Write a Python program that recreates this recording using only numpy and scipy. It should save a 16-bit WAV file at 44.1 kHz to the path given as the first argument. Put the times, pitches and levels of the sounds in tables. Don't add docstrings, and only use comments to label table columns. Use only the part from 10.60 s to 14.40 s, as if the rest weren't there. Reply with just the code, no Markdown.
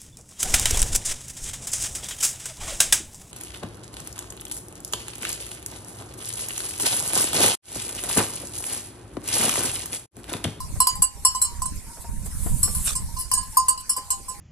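import sys
import numpy as np
from scipy import signal
from scipy.fft import rfft, irfft, next_fast_len
from scipy.io import wavfile
from scipy.ndimage import uniform_filter1d, map_coordinates

SR = 44100
rng = np.random.default_rng(int(sys.argv[2]) if len(sys.argv) > 2 else 0)


def unload_wav(signal):
    wavfile.write(
        sys.argv[1],
        SR,
        np.round(np.clip(np.atleast_2d(signal).T, -1, 1) * 32767).astype(np.int16),
    )


def ratio_of_db(decibels):
    return 10 ** (np.asarray(decibels, float) / 20)


N = 167580

# start_s, level_db (before each layer's own offset)
WIND_CURVE = [(0.0, -35.5), (0.19, -33.5), (0.27, -50.5), (0.39, -29.5), (0.48, -45.5), (0.93, -41),
              (0.94, -36.5), (1.17, -32), (1.21, -40.5), (1.36, -49), (1.49, -32.5), (1.72, -33.5),
              (1.86, -26.5), (2.87, -39.5), (3.34, -49), (3.8, -43)]


def unit(x):
    return x / np.sqrt(np.mean(x ** 2) + 1e-20)


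def along(points, hz):
    f, v = np.transpose(points)
    return np.interp(np.log(hz + 1), np.log(f + 1), v)


def level(rows, **outside):
    return np.interp(np.arange(N) / SR, *np.transpose(rows), **outside)


def wobble(rate):
    knots = rng.standard_normal(int(N * rate / SR) + 4)
    return map_coordinates(knots, [np.arange(N) * rate / SR])


def filtered(x, response):
    n = x.shape[-1]
    m = next_fast_len(n + 8192)
    return irfft(rfft(x, m) * response(np.fft.rfftfreq(m, 1 / SR)), m)[..., :n]


def closed(points):
    low, high = (points[0][0] / 2, -120), (points[-1][0] * 2, -120)
    return lambda hz: ratio_of_db(along([low] + list(points) + [high], hz))


def rush(spectrum, alike, patchy_db):
    z = signal.stft(rng.standard_normal((2, N)), nperseg=512)[2]
    patches = uniform_filter1d(rng.standard_normal(z.shape[1:]), 6, 0)
    patches = unit(uniform_filter1d(patches, 8, 1))
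    pair = signal.istft(z * ratio_of_db(patchy_db * patches), nperseg=512)[1][:, :N]

    def middle_and_side(hz):
        turn = np.arccos(np.clip(along(alike, hz), -1, 1)) / 2
        return closed(spectrum)(hz) * [np.cos(turn), np.sin(turn)]

    mid, side = filtered(pair, middle_and_side)
    return unit(np.array([mid + side, mid - side]))


def add(out, s, sound):
    place = out[..., max(round(s * SR), 0):]
    place[..., :sound.shape[-1]] += sound


def fade(t, t60, rise):
    return ratio_of_db(-60 * t / t60) * (1 - np.exp(-t / rise))


def hiss():
    # start_s, level_db (before brief swells and wobble)
    course = [(0.0, -50), (0.21, -44.5), (0.33, -48), (0.46, -56), (0.72, -43), (1.04, -51), (1.7, -46.5),
              (1.86, -34), (1.95, -37), (2.23, -29.5), (2.38, -43.5), (2.79, -49), (2.93, -41), (3.22, -60),
              (3.33, -47.5), (3.8, -49)]
    # frequency_hz, density_db
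    colour = [(1470, -19.5), (2500, -18.5), (3560, -16), (4240, -16.5), (5640, -18), (7630, 1), (10200, 4),
              (14300, -9.5), (14700, -53), (15200, -87)]
    # frequency_hz, likeness
    likeness = [(8000, 0.75)]
    # centre_s, rise_over_hiss_db
    brief_swells = [(1.16, 9.5), (1.42, 8.5), (1.664, 11.5), (2.265, 10), (3.209, 22)]
    swell_s = 0.01
    t = np.arange(N) / SR
    swell_db = sum(db * np.exp(-.5 * ((t - s) / swell_s) ** 2) for s, db in brief_swells)
    return ratio_of_db(level(course) + swell_db + wobble(14)) * rush(colour, likeness, patchy_db=2.2)


def wind():
    # frequency_hz, density_db
    colour = [(8.8, -37), (15, 2.5), (32, 0), (98, -5), (198, -11), (357, -31), (650, -33.5), (1100, -120)]
    own_db = 2.15 * np.array([wobble(7.83), wobble(11)])
    common_db = 1.76 * wobble(29.88)
    rumble = ratio_of_db(own_db + common_db) * rush(colour, [(30, 0.3)], patchy_db=1.5)
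    return ratio_of_db(level(WIND_CURVE) - 2.0) * unit(rumble)


def puffs():
    # centre_s, level_db, left_minus_right_db
    strong_puffs = [(0.127, -28.5, -10), (0.401, -32, 4), (1.123, -27, 16), (1.753, -29.5, 11),
                    (1.862, -19.5, 14), (2.06, -25, 11)]
    puff_ms, eddy_ms = 1.21, 3.3
    eddy_rate, eddy_db = 45, 7
    strong = np.zeros((2, N))
    for s, db, pan_db in strong_puffs:
        port_db = db + np.array([pan_db, -pan_db]) / 2
        strong[:, round(s * SR)] = ratio_of_db(port_db) * rng.choice([-1, 1], 2)
    moments = rng.random((2, N)) < eddy_rate / SR
    eddies = moments * rng.standard_normal((2, N)) * ratio_of_db(level(WIND_CURVE) + eddy_db)
    t_ms = np.arange(-1000, 1001) / SR * 1000

    def push(x, ms):
        square = .5 * (t_ms / ms) ** 2
        pulse = (1 - square) * np.exp(-square)
        return signal.fftconvolve(x, pulse[None], "same", axes=1)

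    return push(strong, puff_ms) + push(eddies, eddy_ms)


def field():
    # frequency_hz, density_db
    colour = [(120, -83), (200, -2), (719, -10), (1040, 0.5), (1160, -10), (2230, -9.5), (3280, -18),
              (4480, -8), (7000, -6.5), (9100, -5), (15400, -120)]
    noise = rush(colour, [(500, 0.71), (4000, 0.033)], patchy_db=4.5)
    return ratio_of_db(-47 + 1.5 * wobble(6.4)) * noise


def clank(t, rise, contact_ms):
    # frequency_hz, density_db
    dense_colour = [(300, -19), (1500, -4), (3500, -29.5), (6000, -7.5), (8200, 6), (10000, 7.5),
                    (14000, -13)]
    # frequency_hz, density_db
    click_colour = [(1500, 0), (6000, 0)]
    dense = unit(filtered(rng.standard_normal((2, len(t))), closed(dense_colour)))
    click = unit(filtered(rng.standard_normal(len(t)), closed(click_colour)))
    envelope = ratio_of_db(-6.5) * fade(t, 0.022, rise) + ratio_of_db(-13.5) * fade(t, 0.13, rise)
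    return envelope * dense + ratio_of_db(-13) / (1 + contact_ms) * fade(t, .01, rise / 10) * click


def bell():
    # start_s, treble_db, hum_db, wall_db, broad_face_db, narrow_face_db,
    # contact_ms, place_degrees (on the rim)
    blows = [(0.0034, -34, -34, -46.5, -39.5, -41, 0.21, 72.0),
             (0.2024, -9, -17, -25, -15.5, -39, 1.3, 261.0),
             (0.2699, -12.5, -20.5, -25.5, -25, -13.5, 0.54, 336.0),
             (0.3531, -30, -38, -50, -28.5, -44, 1.8, 99.0),
             (0.4202, -8.5, -26, -31, -15.5, -21.5, 2.5, 168.0),
             (0.6491, -10, -19.5, -21, -10.5, -21, 3, 9.0),
             (0.7475, -23.5, -24, -34.3, -23, -52, 3.8, 309.0),
             (0.8151, -11.5, -37, -34, -11.5, -23, 2.4, 264.0),
             (0.8442, -22, -38.5, -33, -30, -25, 3.5, 264.0),
             (1.0186, -26, -28, -46.5, -31, -27, 0.7, 195.0),
             (1.0559, -25, -32, -43.5, -32.5, -26, 1.7, 288.0),
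             (2.029, -9.5, -39.5, -30.5, -14, -20.5, 3.4, 24.0),
             (2.1478, -15.5, -42.5, -42, -57.0, -29, 3, 63.0),
             (2.3515, -20, -34, -37.5, -22.5, -25, 4.9, 66.0),
             (2.564, -32.0, -27.5, -38.5, -37, -36, 10.0, 54.0),
             (2.585, -12.5, -38, -36.5, -41, -28, 67, 72.0),
             (2.7146, -16, -27.5, -32, -38, -23.5, 0.96, 198.0),
             (2.7344, -15, -29.5, -35.5, -25.5, -17, 2.6, 63.0),
             (2.7728, -32.0, -29.5, -38.5, -31, -27, 3.1, 333.0),
             (2.8259, -30, -38, -44.5, -40, -47.0, 4.7, 252.0),
             (2.9693, -13.5, -11, -35, -41.0, -16.5, 2.4, 216.0),
             (3.0827, -10, -18, -33.5, -20.5, -16.5, 1.74, 150.0),
             (3.1754, -34, -37.0, -41.5, -42, -42, 1.5, 123),
             (3.2931, -13.5, -35.5, -36, -27, -25.0, 2.5, 219.0),
             (3.3637, -24.5, -28.5, -37, -32.5, -27, 2.2, 339.0),
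             (3.5037, -16.5, -25.5, -31, -20, -19.5, 0.88, 285.0),
             (3.681, -28, -30.5, -47, -38, -32, 8.3, 201.0)]
    # start_s, left_lead_ms, hum_left_minus_right_db
    bearing = [(0, 0.17, 0), (.75, 0.14, 0), (.82, 0.23, 9), (1.02, -0.049, 1.5), (2.6, -0.2, -4),
               (2.731, 0.13, 7.5), (2.97, -0.22, -0.5), (3.08, -0.38, 3), (3.36, -0.16, 2), (3.5, -0.37, 1),
               (3.8, -0.0011, -6)]
    # frequency_hz, level_db (within family), t60_s
    hum = [(1032, 5, .16), (1034, -14, .45), (1062, -9, .1)]
    broad = [(7402, -9, .15), (7605, -10, .16), (7951, 0, .12)]
    narrow = [(6812, -13, .2), (8511, 0, .13), (8595, -8, .11)]
    treble = [(9625, -18, .11), (9857, -9, .1), (10520, -16, .08), (11040, -18, .07), (11700, -16, .08),
              (12275, -15, .08), (12720, -19, .07), (13300, -24, .05)]
    # frequency_hz, level_db, t60_s, swing_db (round the rim), phase_degrees, lobes (round the rim)
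    wall_modes = [(2842, -11, .2, 5.4, 150, 1), (3020, -11.5, .2, 3.5, 264, 3),
                  (4091, -7, .14, 7.7, 191, 2), (4352, -5, .2, 3.4, 63, 3), (4618, -3.5, .17, 8.5, 147, 1),
                  (4826, -5.5, .22, 11, 275, 3), (5295, 0, .13, 2.7, 113, 2), (5372, -5, .2, 12.5, 71, 2),
                  (6100, -11.5, .1, 14.5, 191, 3), (6330, -6.5, .1, 8, 171, 3)]
    rough, wall_rough, hum_rough = .5, .35, .12
    slide_rough, rough_hz = 0.059, 130
    wall_loose, scatter_db = .5, 3
    rest_s, rest_t60, keep_db = .12, .16, -4

    out, t = np.zeros((2, N + SR)), np.arange(SR * 2 // 5) / SR
    ear = np.array([[1], [-1]])
    knots = rng.standard_normal((2, 4000))
    flutter = np.interp(np.arange(4 * SR) * rough_hz / SR, np.arange(4000), knots[0] + 1j * knots[1])
    when, lead_ms, hum_pan = np.transpose(bearing)
    next_blows = [blow[0] for blow in blows[1:]] + [N / SR]
    for blow, after in zip(blows, next_blows):
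        s, treble_db, hum_db, wall_db, broad_db, narrow_db, contact_ms, place = blow
        wall = []
        for hz, db, t60, swing_db, phase, lobes in wall_modes:
            place_db = swing_db * np.cos(np.radians(lobes * place - phase))
            wall.append((hz, db + place_db, t60))
        rise = max(contact_ms, .2) / 1000
        lead = ear * np.interp(s, when, lead_ms) / 2000
        hum_ear_db = hum_db + ear * np.interp(s, when, hum_pan) / 2
        ring = ratio_of_db(treble_db) * clank(t, rise, contact_ms)
        # level, modes, variation from blow to blow, flutter depth, rise in s
        families = [(hum_ear_db, hum, 0, hum_rough, rise + 0.00093),
                    (wall_db, wall, wall_loose, wall_rough, rise),
                    (broad_db, broad, 1, rough, rise),
                    (narrow_db, narrow, 1, rough, rise),
                    (treble_db, treble, 1, 2 * rough, rise)]
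        for db, modes, loose, depth, swell in families:
            for hz, mode_db, t60 in modes:
                size, lean, phase, skew = loose * rng.standard_normal(4)
                mode_ear_db = db + mode_db + scatter_db * size + 3.6 * lean * ear
                gain = ratio_of_db(mode_ear_db) * fade(t, t60, swell)
                stretch = flutter[rng.integers(3 * SR):][:len(t)]
                shake = 1 + (depth + loose * slide_rough * contact_ms) * stretch
                angle = 2 * np.pi * hz * (t + lead * (hz < 6500)) + phase + 0.96 * skew * ear
                ring += gain * np.imag(shake * np.exp(1j * angle))
        rest_db = -60 * np.maximum(t - rest_s, 0) / rest_t60
        struck_again_db = keep_db * np.clip((t + s - after) / 0.0008, 0, 1)
        add(out, s, ring * ratio_of_db(rest_db + struck_again_db))
    return out[:, :N]


def yard(x):
    # frequency_hz, t60_s
    decay = [(500, 0.13), (4000, 0.2), (12000, 0.051)]
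    hz, t, z = signal.stft(rng.standard_normal((2, SR // 2)), SR, nperseg=256)
    tail = signal.istft(z * ratio_of_db(-60 * t / along(decay, hz)[:, None]), SR, nperseg=256)[1]
    late = np.pad(x, ((0, 0), (300, 0)))
    return signal.fftconvolve(late, tail / np.linalg.norm(tail[0]), axes=1)[:, :N]


def hooves():
    # start_s, level_db (before the envelope)
    knocks = [(0.156, -34), (1.369, -33), (1.441, -33), (1.659, -34.5), (1.863, -27), (2.076, -26.5),
              (3.376, -30)]
    # frequency_hz, density_db
    colour = [(80, -53), (250, -3), (800, -1), (2000, -14), (6000, -44)]
    out, t = np.zeros((2, N + SR)), np.arange(SR // 5) / SR
    for s, db in knocks:
        thud = unit(filtered(rng.standard_normal(len(t)), closed(colour)))
        add(out, s, ratio_of_db(db) * fade(t, 0.06, 0.0059) * thud)
    return out[:, :N]


def faint_tones():
    # start_s, level_db (before the envelope), pitch_hz
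    tones = [(0.361, -45, 827), (.539, -54.5, 808), (.85, -44.5, 1145), (.87, -43, 956),
             (1.264, -48.5, 914), (1.293, -45.5, 942), (1.444, -38, 928), (1.92, -46, 935),
             (2.03, -42.5, 1166), (2.487, -44.5, 935), (2.752, -47, 1668), (2.929, -46, 892),
             (3.3, -45.5, 1124), (3.36, -48, 815), (3.52, -47, 790), (3.74, -48.5, 820)]
    out, t = np.zeros(N + SR), np.arange(SR // 2) / SR
    drift = 0.035 * 2 * np.pi * wobble(20)
    for s, db, hz in tones:
        waver = drift[round(s * SR) // 2:][:len(t)]
        tone = np.sin(2 * np.pi * hz * t + waver)
        add(out, s, ratio_of_db(db) * fade(t, 0.58, 0.0009) * tone)
    return out[:N]


def snort():
    # start_s, level_db (before the flutter)
    course = [(2.24, -45.5), (2.28, -23.5), (2.305, -25), (2.345, -36.5)]
    # frequency_hz, density_db
    colour = [(470, -10), (800, -14.5), (2950, -4), (4820, -2), (8500, 0.5), (13700, -9.5), (15200, -66)]
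    flutter_hz, flutter_db = 64.8, 2
    phase = 2 * np.pi * flutter_hz * np.arange(N) / SR + 2.05 * wobble(31.92)
    breath_db = level(course, left=-120, right=-120) + flutter_db * np.sin(phase)
    return ratio_of_db(breath_db) * rush(colour, [(3000, 0.31)], patchy_db=-5.0)


def scene():
    struck = bell() + faint_tones() + hooves()
    air = hiss() + snort() + wind() + puffs() + field()
    return struck + ratio_of_db(-10) * yard(struck) + air


def top_cut(x):
    return signal.sosfilt(signal.butter(12, 15300, fs=SR, output="sos"), x)


def record(dry):
    # frequency_hz, left_minus_right_db
    port_colour = [(60, -3.5), (300, -1), (1500, 0.5), (4400, 0), (5500, -4.5), (6800, 1.5), (8300, -11),
                   (9200, -2.5), (9900, 6.5), (12000, 2), (14500, 7)]
    top_hz, ceiling = 14400, .9
    half = np.array([[.5], [-.5]])

    def ports(hz):
        return ratio_of_db(half * along(port_colour, hz)) / np.sqrt(1 + (hz / top_hz) ** 60)

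    x = filtered(dry, ports)
    mix = x / (1 + np.abs(x / ceiling) ** 6) ** (1 / 6)
    return top_cut(mix)


dry = scene()
out = record(dry)
unload_wav(out)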